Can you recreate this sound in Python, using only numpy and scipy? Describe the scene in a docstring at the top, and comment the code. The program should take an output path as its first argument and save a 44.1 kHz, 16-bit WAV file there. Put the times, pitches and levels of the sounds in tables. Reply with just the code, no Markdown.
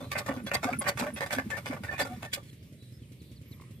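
"""In an open field a slow single-cylinder diesel beats further off: pulses ring exhaust modes over rumble.
Filtered noise gives a faint hiss of open air and far trills. From the start a fast-worked iron hand pump
rattles as noise bursts ring its modes; damped tones gulp and thump in the barrel, single modes sing, air
hisses past the piston and the valve whistles in two beating tones. As the pump's buzz fades, gliding tones
chirp like small birds and a high insect; at last a frog croaks in damped tones. Two spaced microphones hear."""
import sys
import numpy as np
from scipy import signal
from scipy.fft import rfft, irfft
from scipy.io import wavfile
from scipy.ndimage import uniform_filter1d

SR = 44100
rng = np.random.default_rng(int(sys.argv[2]) if len(sys.argv) > 2 else 0)


def field_ratio(decibels):
    """Amplitude ratio for a level in dB (20 dB per decade); scalars and array-likes work."""
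    return 10 ** (np.asarray(decibels, dtype=float) / 20)


def file_out(sig):
    """Save sig as 16-bit WAV at sys.argv[1]."""
    # one column per channel
    cols = np.atleast_2d(sig).T
    # limit, then scale
    lim = np.clip(cols, -1, 1)
    pcm = np.round(lim * 32767).astype(np.int16)
    wavfile.write(sys.argv[1], SR, pcm)


N = 167580
T = np.arange(N) / SR  # time [s]
FIRING_HZ, FIRST_FIRING_S = 10.168, 0.0705  # of the diesel


def colour(points, size):
    """Spectral shaping: gain at each bin, interpolated in dB over log frequency from (Hz, dB) points."""
    hz, db = np.array(points, float).T
    bins = np.fft.rfftfreq(size, 1 / SR)
    return field_ratio(np.interp(np.log(bins + 1), np.log(hz), db))


def modes(table, size, pick_db=0., stretch=0.99):
    """Modal superposition: causal response of summed resonances, their frequencies scaled by stretch."""
    f = np.fft.rfftfreq(size, 1 / SR)[:, None]
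    hz, width, db = np.array(table, float).T
    hz = hz * stretch
    detuning = f / hz - hz / (f + 1)  # + 1 avoids division by zero at 0 Hz
    return (field_ratio(db + pick_db) / (1 + 1j * detuning * hz / width)).sum(axis=1)


def level(x, db):
    """Normalisation by effective value: the rms is set to db."""
    return x * field_ratio(db) / np.sqrt(np.mean(x ** 2))


def noise(points):
    """Filtered Gaussian noise: two unrelated signals of one colour, rms 1 over both."""
    white = rng.standard_normal((2, N))
    return level(irfft(rfft(white) * colour(points, N), N), 0)


def walk(rate):
    """Low-pass random modulation: smoothed chance steps at rate [1/s], with spread 1."""
    hold = int(SR / rate)
    steps = np.repeat(rng.standard_normal(N // hold + 1), hold)
    smooth = uniform_filter1d(steps, hold)[:N]
    return smooth / smooth.std()


def bell(start, length):
    """Raised-cosine envelope: a smooth swell and fade."""
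    return np.sin(np.pi * np.clip((T - start) / length, 0, 1)) ** 2


def ring(start, hz, t60, rise):
    """Free damped oscillation: a tone that rises exponentially and loses 60 dB in t60 seconds."""
    u = np.clip(T - start, 0, None)
    envelope = (1 - np.exp(-u / rise)) * np.exp(-np.log(1000) * u / t60)
    return envelope * np.sin(2 * np.pi * hz * u)


def diesel_beat():
    """Impulse excitation of resonators: one firing every second turn; the turn without firing thuds."""
    # exhaust resonances: (nominal frequency [Hz], width [Hz], relative level [dB])
    exhaust = [(124.3, 36, 6), (255, 55, 4), (570, 130, -20)]
    # thud of the turn without firing: (nominal frequency [Hz], width [Hz], relative level [dB])
    idle_turn = [(81.3, 15, -6), (121, 26, -4.5)]
    # rumble spectrum: (frequency [Hz], relative level [dB])
    rumble = [(18, -75.5), (30, -18.5), (136, -2.5), (194, -10.5), (571, -28), (900, -57), (1980, -120)]
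    # course of the engine's strength: (time [s], gain [dB])
    engine = [(0.0, -48), (0.33, -51), (0.51, -52), (1.05, -50), (1.35, -51.5), (1.91, -50), (2.73, -54.5),
              (3.44, -53.5), (3.8, -51.5)]
    scatter_db, jitter_s = 1.5, 0.001  # spread from pulse to pulse
    times = FIRST_FIRING_S + np.arange(-1, N / SR * FIRING_HZ) / FIRING_HZ
    pulse_colour = colour([(30, -53.5), (70, 14.5), (600, -7), (900, -48)], N)
    beat = 0
    for table, db, late in ((exhaust, 2.5, 0), (idle_turn, -5.5, 0.5 / FIRING_HZ)):
        timing, strength = rng.standard_normal((2, len(times)))
        at = ((times + late + jitter_s * timing) * SR).astype(int)
        inside = (at >= 0) & (at < N)
        pulses = np.zeros(N)
        pulses[at[inside]] = -field_ratio(scatter_db * strength[inside])
        rung = irfft(rfft(pulses) * modes(table, N) * pulse_colour, N)
        beat = beat + level(rung, db)
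    low = np.array([beat, 0.11 * beat])
    low += field_ratio(4.5) * noise(rumble) * np.array([[1], [0.6]])
    return low * field_ratio(np.interp(T, *np.array(engine).T))


def diesel_knock():
    """Periodic amplitude modulation: noise decays anew from each nominal firing instant."""
    # knock spectrum: (frequency [Hz], relative level [dB])
    knock = [(1200, -18), (2200, -3), (5000, -10), (9000, -10), (15000, -15)]
    decay_s = 0.03
    since = ((T - FIRST_FIRING_S) * FIRING_HZ % 1) / FIRING_HZ
    return field_ratio(-58.5 + 2.2 * walk(FIRING_HZ)) * np.exp(-since / decay_s) * noise(knock)


def open_air():
    """Broadband noise with band-wise modulation: the bands of the hiss flicker independently."""
    # hiss spectrum: (frequency [Hz], relative level [dB])
    air_points = [(410, -39), (700, -3), (1580, 0), (2000, 8), (3940, 5), (6650, -3), (8530, 2),
                  (14600, -3), (16000, -23)]
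    air = rfft(noise(air_points))
    band = np.floor(2 * np.log2(np.fft.rfftfreq(N, 1 / SR) / 700 + 1))
    return sum(field_ratio(-64 + 2.2 * walk(14)) * irfft(air * (band == k), N) for k in np.unique(band))


def trills():
    """Narrow-band noise: random beating within each band rustles like insects or birds far off."""
    # trills: (start [s], length [s], centre frequency [Hz], width [Hz], level [dB])
    trill_table = [(0, .12, 4000, 300, -62), (2.55, .3, 580, 130, -67), (2.74, .22, 3950, 200, -66),
                   (2.91, .08, 5150, 150, -67), (3.4, .45, 1150, 250, -71), (3.42, .3, 2100, 500, -68),
                   (3.72, .12, 3350, 200, -68)]
    out = np.zeros((2, N))
    for s, length, hz, width, db in trill_table:
        band = [(hz - 2 * width, -50), (hz - width / 2, 0), (hz + width / 2, 0), (hz + 2 * width, -50)]
        flicker = field_ratio(db + 2.5 * walk(36))
        out += flicker * np.sqrt(bell(s, length)) * noise(band)
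    return out


def buzz():
    """Continuous random excitation: loose parts buzz on while the lever works, then fade."""
    # buzz spectrum: (frequency [Hz], relative level [dB])
    wash = [(500, -15), (1000, 3), (4000, -9), (9000, -11)]
    end_s, fade_s = 2.41, 0.04
    return field_ratio(-61 + 2.47 * walk(30.2)) * noise(wash) / (1 + np.exp((T - end_s) / fade_s))


def rattles():
    """Modal excitation by random impacts: uneven contacts and ticks ring the iron, each burst its own way."""
    # bursts of rod and lever: (time [s], nominal level below 1.5 kHz [dB],
    # level 1.5-3 kHz [dB], level above 3 kHz [dB], hold [s])
    bursts = [(0.004, -36, -56.5, -55, 0.05), (0.115, -33, -34, -39.5, 0.013),
              (0.152, -26, -33, -50, 0.041), (0.196, -28.5, -54, -49, 0.018),
              (0.261, -33, -44.5, -46.5, 0.035), (0.285, -23.5, -40.5, -53, 0.036),
              (0.337, -36, -61, -54.5, 0.031), (0.371, -37.5, -52, -62, 0.028),
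              (0.464, -32, -40.5, -44, 0.019), (0.514, -27.5, -33, -50, 0.028),
              (0.539, -21.5, -33.5, -40, 0.022), (0.629, -23, -37.5, -40, 0.022),
              (0.657, -30, -42.5, -51, 0.033), (0.701, -32.5, -50, -53, 0.027),
              (0.727, -33.5, -38, -51, 0.012), (0.811, -29, -41.5, -44, 0.013),
              (0.84, -33, -41, -53, 0.029), (0.866, -21, -30.5, -45.5, 0.028),
              (0.888, -19, -32.5, -37, 0.0047), (0.973, -30.5, -38, -43.5, 0.031),
              (0.993, -25.5, -38.5, -43.5, 0.024), (1.021, -22.5, -40.5, -46.5, 0.021),
              (1.064, -32.5, -40, -52, 0.023), (1.16, -33, -40.5, -45.5, 0.024),
              (1.205, -25.5, -34.5, -43, 0.034), (1.26, -33.5, -45, -47, 0.014),
              (1.306, -28, -32, -41.5, 0.022), (1.328, -26.5, -45, -39, 0.024),
              (1.352, -45.5, -43, -53, 0.02), (1.383, -24, -32, -46.5, 0.013),
              (1.501, -31, -38, -43, 0.013), (1.53, -34, -44.5, -54.5, 0.02),
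              (1.568, -30.5, -40.5, -46.5, 0.016), (1.658, -27.5, -37, -40, 0.023),
              (1.707, -29, -42.5, -52.5, 0.033), (1.764, -32.5, -52.5, -62, 0.01),
              (1.835, -32, -39.5, -46.5, 0.019), (1.869, -38, -47, -58, 0.03),
              (1.911, -30, -43.5, -51, 0.03), (1.94, -48, -46.5, -63, 0.054),
              (1.979, -36, -37, -43.5, 0.019), (1.991, -21.5, -31.5, -36, 0.027),
              (2.049, -32, -48, -51, 0.022), (2.07, -53, -55, -51, 0.003), (2.097, -43, -55, -58.5, 0.041),
              (2.165, -51, -54.5, -57, 0.015), (2.224, -33.5, -44, -48.5, 0.03),
              (2.329, -36, -32.5, -35.5, 0.014), (2.359, -37.5, -71, -62, 0.025)]
    # modes of the iron: (nominal frequency [Hz], width [Hz], relative level [dB])
    iron = [(560, 42, 2), (1170, 37, -0.5), (1520, 89, 1), (1773, 70, 4), (2090, 176, -3.5),
            (3352, 100, -8.5), (4670, 28, -9.5)]
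    # clatter between the modes: (frequency [Hz], relative level [dB])
    clatter = [(200, -8.5), (350, -12.5), (800, -3), (1500, -20), (2600, -9), (3200, -34.5), (8000, -21),
               (16000, -30.5)]
    attack_s, release_s, tail_s, tail_db = 0.0019, 0.014, 0.028, -27
    snap_s, snap_db = 0.0047, -6  # extra strength at the first contact
    crest_db = -8.5  # from the low band's nominal level to its rms
    pick_db, detune = 0.5, 0.025  # spread from burst to burst: level of each mode, share of its frequency
    ripple_db, grain_db = 4, 3.5  # spread over frequency and over time
    ticks_per_s, tick_db = 700, 5
    size, lead = 8192, 512  # samples; the lead leaves room ahead of the onset
    out = np.zeros((2, N + size))
    u = np.clip(np.arange(size) - lead, 0, None) / SR
    f = np.fft.rfftfreq(size, 1 / SR)
    bands = [f < 1500, (f >= 1500) & (f < 3000), f >= 3000]
    for s, low_db, mid_db, top_db, hold in bursts:
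        release = np.exp(-np.clip(u - hold, 0, None) / release_s)
        tail = field_ratio(tail_db) * np.exp(-u / tail_s) * (1 - u / u[-1])
        shape = np.minimum(u / attack_s, 1) * (release + tail)
        shape *= 1 + field_ratio(snap_db) * np.exp(-u / snap_s)

        # smoothing over n samples, times sqrt(n), keeps the spread at 1
        grain = field_ratio(grain_db * uniform_filter1d(rng.standard_normal(size), size=64) * 8)
        ticks = np.repeat(rng.random(size // 8) < 8 * ticks_per_s / SR, 8)
        grain *= 1 + field_ratio(tick_db) * ticks

        pick, shift = rng.standard_normal((2, len(iron)))
        body = modes(iron, size, pick_db * pick, 1 + detune * shift) + colour(clatter, size)
        ripple = uniform_filter1d(rng.standard_normal(len(f)), size=25) * 5
        body *= field_ratio(ripple_db * np.minimum(f / 2500, 1) * ripple)

        # bring each band to its level, with smooth joins
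        tilt = 0
        for band, db in zip(bands, (low_db + crest_db, mid_db, top_db)):
            tilt = tilt + band * field_ratio(db) / np.sqrt(np.sum(abs(body[band]) ** 2) / len(f))
        body *= np.exp(uniform_filter1d(np.log(tilt), size=60))

        hits = rng.standard_normal((2, size)) * grain / np.sqrt(np.mean(grain ** 2)) * shape
        i = int(s * SR)
        out[:, i:i + size] += irfft(rfft(hits) * body, size)
    return out[:, lead:N + lead]


def gulps_and_thumps():
    """Damped cavity resonance: hollow gulps and lower valve thumps, with slosh noise following them."""
    # gulps and thumps: (time [s], nominal level [dB], frequency [Hz], 60 dB decay time [s])
    gulp_table = [(0.018, -40.5, 258, 0.12), (0.295, -32.5, 268, 0.15), (0.371, -36, 244, 0.2),
                  (0.437, -38, 207, 0.13), (0.607, -47, 155, 0.16), (0.654, -22.5, 261.6, 0.066),
                  (0.721, -32.5, 255, 0.11), (0.752, -46, 153, 0.21), (0.785, -30.5, 216, 0.071),
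                  (1.011, -31.5, 241, 0.15), (1.084, -35.5, 248, 0.097), (1.132, -37.5, 218.6, 0.12),
                  (1.332, -36, 231, 0.046), (1.369, -30, 265, 0.16), (1.467, -32.5, 217, 0.075),
                  (1.702, -25.5, 268, 0.056), (1.744, -29.5, 143, 0.041), (1.807, -33.5, 213, 0.066),
                  (2.023, -38.5, 270, 0.16), (2.101, -37.5, 241, 0.18), (2.175, -40.5, 209, 0.089)]
    gulps = 0
    for s, db, hz, t60 in gulp_table:
        rise_s = 0.004 if hz < 235 else 0.0056  # thumps rise faster
        gulps = gulps + field_ratio(db + 9) * ring(s - 0.004, hz, t60, rise_s)
    gulps = gulps * field_ratio(2 * walk(60))
    strength = uniform_filter1d(abs(gulps), size=1300)
    slosh = field_ratio(-5) * strength * noise([(120, -33), (220, 4), (450, -14), (800, -43)])
    return slosh + np.array([gulps, 0.068 * gulps])


def rings():
    """Frictional excitation of single modes: the iron sings, wavering, while a joint rubs."""
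    # singing modes: (start [s], length [s], mean frequency [Hz], level [dB])
    ring_table = [(0.11, 0.036, 1150, -36), (0.266, 0.029, 1170, -36), (0.276, 0.035, 560, -37),
                  (0.464, 0.025, 3350, -40), (.545, 0.031, 2100, -30.5), (.546, 0.015, 4670, -30),
                  (0.618, 0.088, 1170, -37), (0.672, 0.038, 720, -35), (0.732, 0.0077, 2310, -30.5),
                  (0.733, 0.041, 1400, -39), (0.802, 0.048, 1100, -38.5), (0.88, 0.018, 4670, -28.5),
                  (0.863, 0.016, 1850, -27.5), (1.051, 0.056, 600, -34.5), (1.167, 0.024, 3350, -40),
                  (1.214, 0.042, 1820, -35), (1.37, 0.021, 590, -49), (1.505, 0.092, 1780, -33),
                  (1.872, 0.045, 1780, -36), (1.909, 0.029, 1780, -31), (1.922, 0.056, 2450, -42.5),
                  (1.996, 0.06, 4670, -37), (2.052, 0.063, 1400, -45), (2.081, 0.081, 730, -41),
                  (2.225, 0.091, 1780, -45), (2.348, 0.021, 2484, -40), (2.364, 0.03, 570, -41)]
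    drift, waver_db = 0.013, 4.5  # spread of frequency (as a share) and of level
    out = np.zeros((2, N))
    for s, length, hz, db in ring_table:
        phase = 2 * np.pi * np.cumsum(hz * (1 + drift * walk(150))) / SR
        offset = np.array([[0], [2 * np.pi * rng.random()]])  # between shared and unshared part
        strength = field_ratio(db + waver_db * walk(120)) * np.sqrt(bell(s, length))
        out += strength * np.sin(phase + offset)
    return out


def piston_hiss():
    """Turbulent flow noise: puffs of air pass the piston."""
    # puffs: (centre time [s], half length [s], level [dB])
    puffs = [(0.191, 0.022, -34.5), (0.547, 0.014, -27.5), (0.889, 0.02, -30), (0.999, 0.014, -33),
             (1.332, 0.017, -35.5), (2.012, 0.028, -35.5), (2.344, 0.02, -33)]
    # hiss spectrum: (frequency [Hz], relative level [dB])
    hiss_points = [(1500, -43), (2500, -6.5), (4600, 1), (6000, -7.5), (8100, 0), (10000, -11.5),
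                   (13700, -7), (16000, -32)]
    flow = sum(field_ratio(db) * bell(s - half, 2 * half) for s, half, db in puffs)
    return flow * field_ratio(2 * walk(300)) * noise(hiss_points)


def valve_whistles():
    """Beating of two close tones: whistles as the valve shuts, with air noise around them."""
    # whistles: (start [s], level of the upper tone's peak [dB])
    whistle_table = [(0.435, -48), (0.787, -22), (1.136, -35.5)]
    strength = 0
    for s, db in whistle_table:
        progress = np.sqrt(np.clip((T - s) / 0.041, 0, 1))  # the root makes a quick rise, a slower fall
        strength = strength + field_ratio(db) * np.sin(np.pi * np.clip(progress / 0.87, 0, 1)) ** 2
    upper = np.sin(2 * np.pi * 10030 * T + 0.5 * walk(310))
    lower = field_ratio(-8) * np.sin(2 * np.pi * 9830 * T)
    scratch = field_ratio(-18) * strength * noise([(7000, -37), (8500, -8), (10000, 4), (13000, -20)])
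    return scratch + strength * (upper + lower) * np.array([[1], [0]])


def bird_and_insect_chirps():
    """Frequency modulation: tones glide down, with a roughness that grows with pitch."""
    # chirps: (start [s], glide length [s], from frequency [Hz], to frequency [Hz], level [dB])
    chirps = [(2.42, .13, 4700, 3900, -63), (2.62, .025, 5300, 4700, -65), (2.975, .085, 3900, 2800, -62),
              (3.19, .033, 5200, 3600, -57), (3.35, .038, 5600, 3600, -56), (3.505, .042, 5000, 3100, -56),
              (3.41, .17, 12700, 11700, -57), (3.7, .1, 13600, 12600, -64)]
    out = np.zeros((2, N))
    for s, length, hz0, hz1, db in chirps:
        hz = hz0 + (hz1 - hz0) * np.clip((T - s) / length, 0, 1)
        hz += 2.5 * (hz / 1000) ** 2 * walk(500)
        strength = field_ratio(db + 2.5 * walk(200)) * bell(s, length * 1.2)
        out[0] += strength * np.sin(2 * np.pi * np.cumsum(hz) / SR)
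    return out


def frog_croak():
    """Pulsed damped resonance: three quick pulses, each a tone and an overtone dying away together."""
    # pulses: (start [s], nominal level [dB])
    croaks = [(3.599, -48), (3.62, -48.5), (3.637, -53)]
    t60_s = 0.019
    out = np.zeros((2, N))
    for s, db in croaks:
        overtone = field_ratio(-5) * ring(s, 2110, t60_s, 0.001)
        out[0] += field_ratio(db + 9.5) * (ring(s, 1076, t60_s, 0.0008) + overtone)
    return out


def scene():
    """Interchannel coherence: shared and unshared parts mix so that likeness depends on frequency."""
    # likeness of left and right: (frequency [Hz], coherence [0-1])
    alike = [(60, 0.74), (130, 1), (290, 0.73), (640, 1), (1410, 0.058), (3100, 0.18), (6820, 0.4),
             (15000, -0.0)]
    left_db, left_lead_s = -1.63, 0.00014  # left against right; the lead shrinks with the likeness
    pump = buzz() + rattles() + gulps_and_thumps() + rings() + piston_hiss() + valve_whistles()
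    engine = diesel_beat() + diesel_knock()
    field = open_air() + trills() + bird_and_insect_chirps() + frog_croak()
    shared, apart = rfft(pump + engine + field)
    f = np.fft.rfftfreq(N, 1 / SR)
    hz, likeness = np.array(alike).T
    c = np.clip(np.interp(np.log(f + 1), np.log(hz), likeness), 0, 1)
    a = shared * np.sqrt(1 + c)
    b = apart * np.sqrt(1 - c)
    lead = np.exp(1j * np.pi * f * left_lead_s * c)  # half the lead on each side
    left = (a + b) * lead * field_ratio(left_db / 2)
    right = (a - b) / lead / field_ratio(left_db / 2)
    return irfft(np.array([left, right]), N) / np.sqrt(2)


def roll_off(x):
    """The treble ends steeply here."""
    return signal.sosfilt(signal.butter(12, 16640, fs=SR, output="sos"), x)


def record(dry):
    """Band-limited transduction: the microphones lose the deepest bass and the highest treble."""
    # microphone response: (frequency [Hz], gain [dB])
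    mic = [(45, -17), (65, -1.5), (15100, -1.5), (15900, -45)]
    heard = irfft(rfft(dry) * colour(mic, N), N)
    return roll_off(heard)


dry = scene()
out = record(dry)
file_out(out)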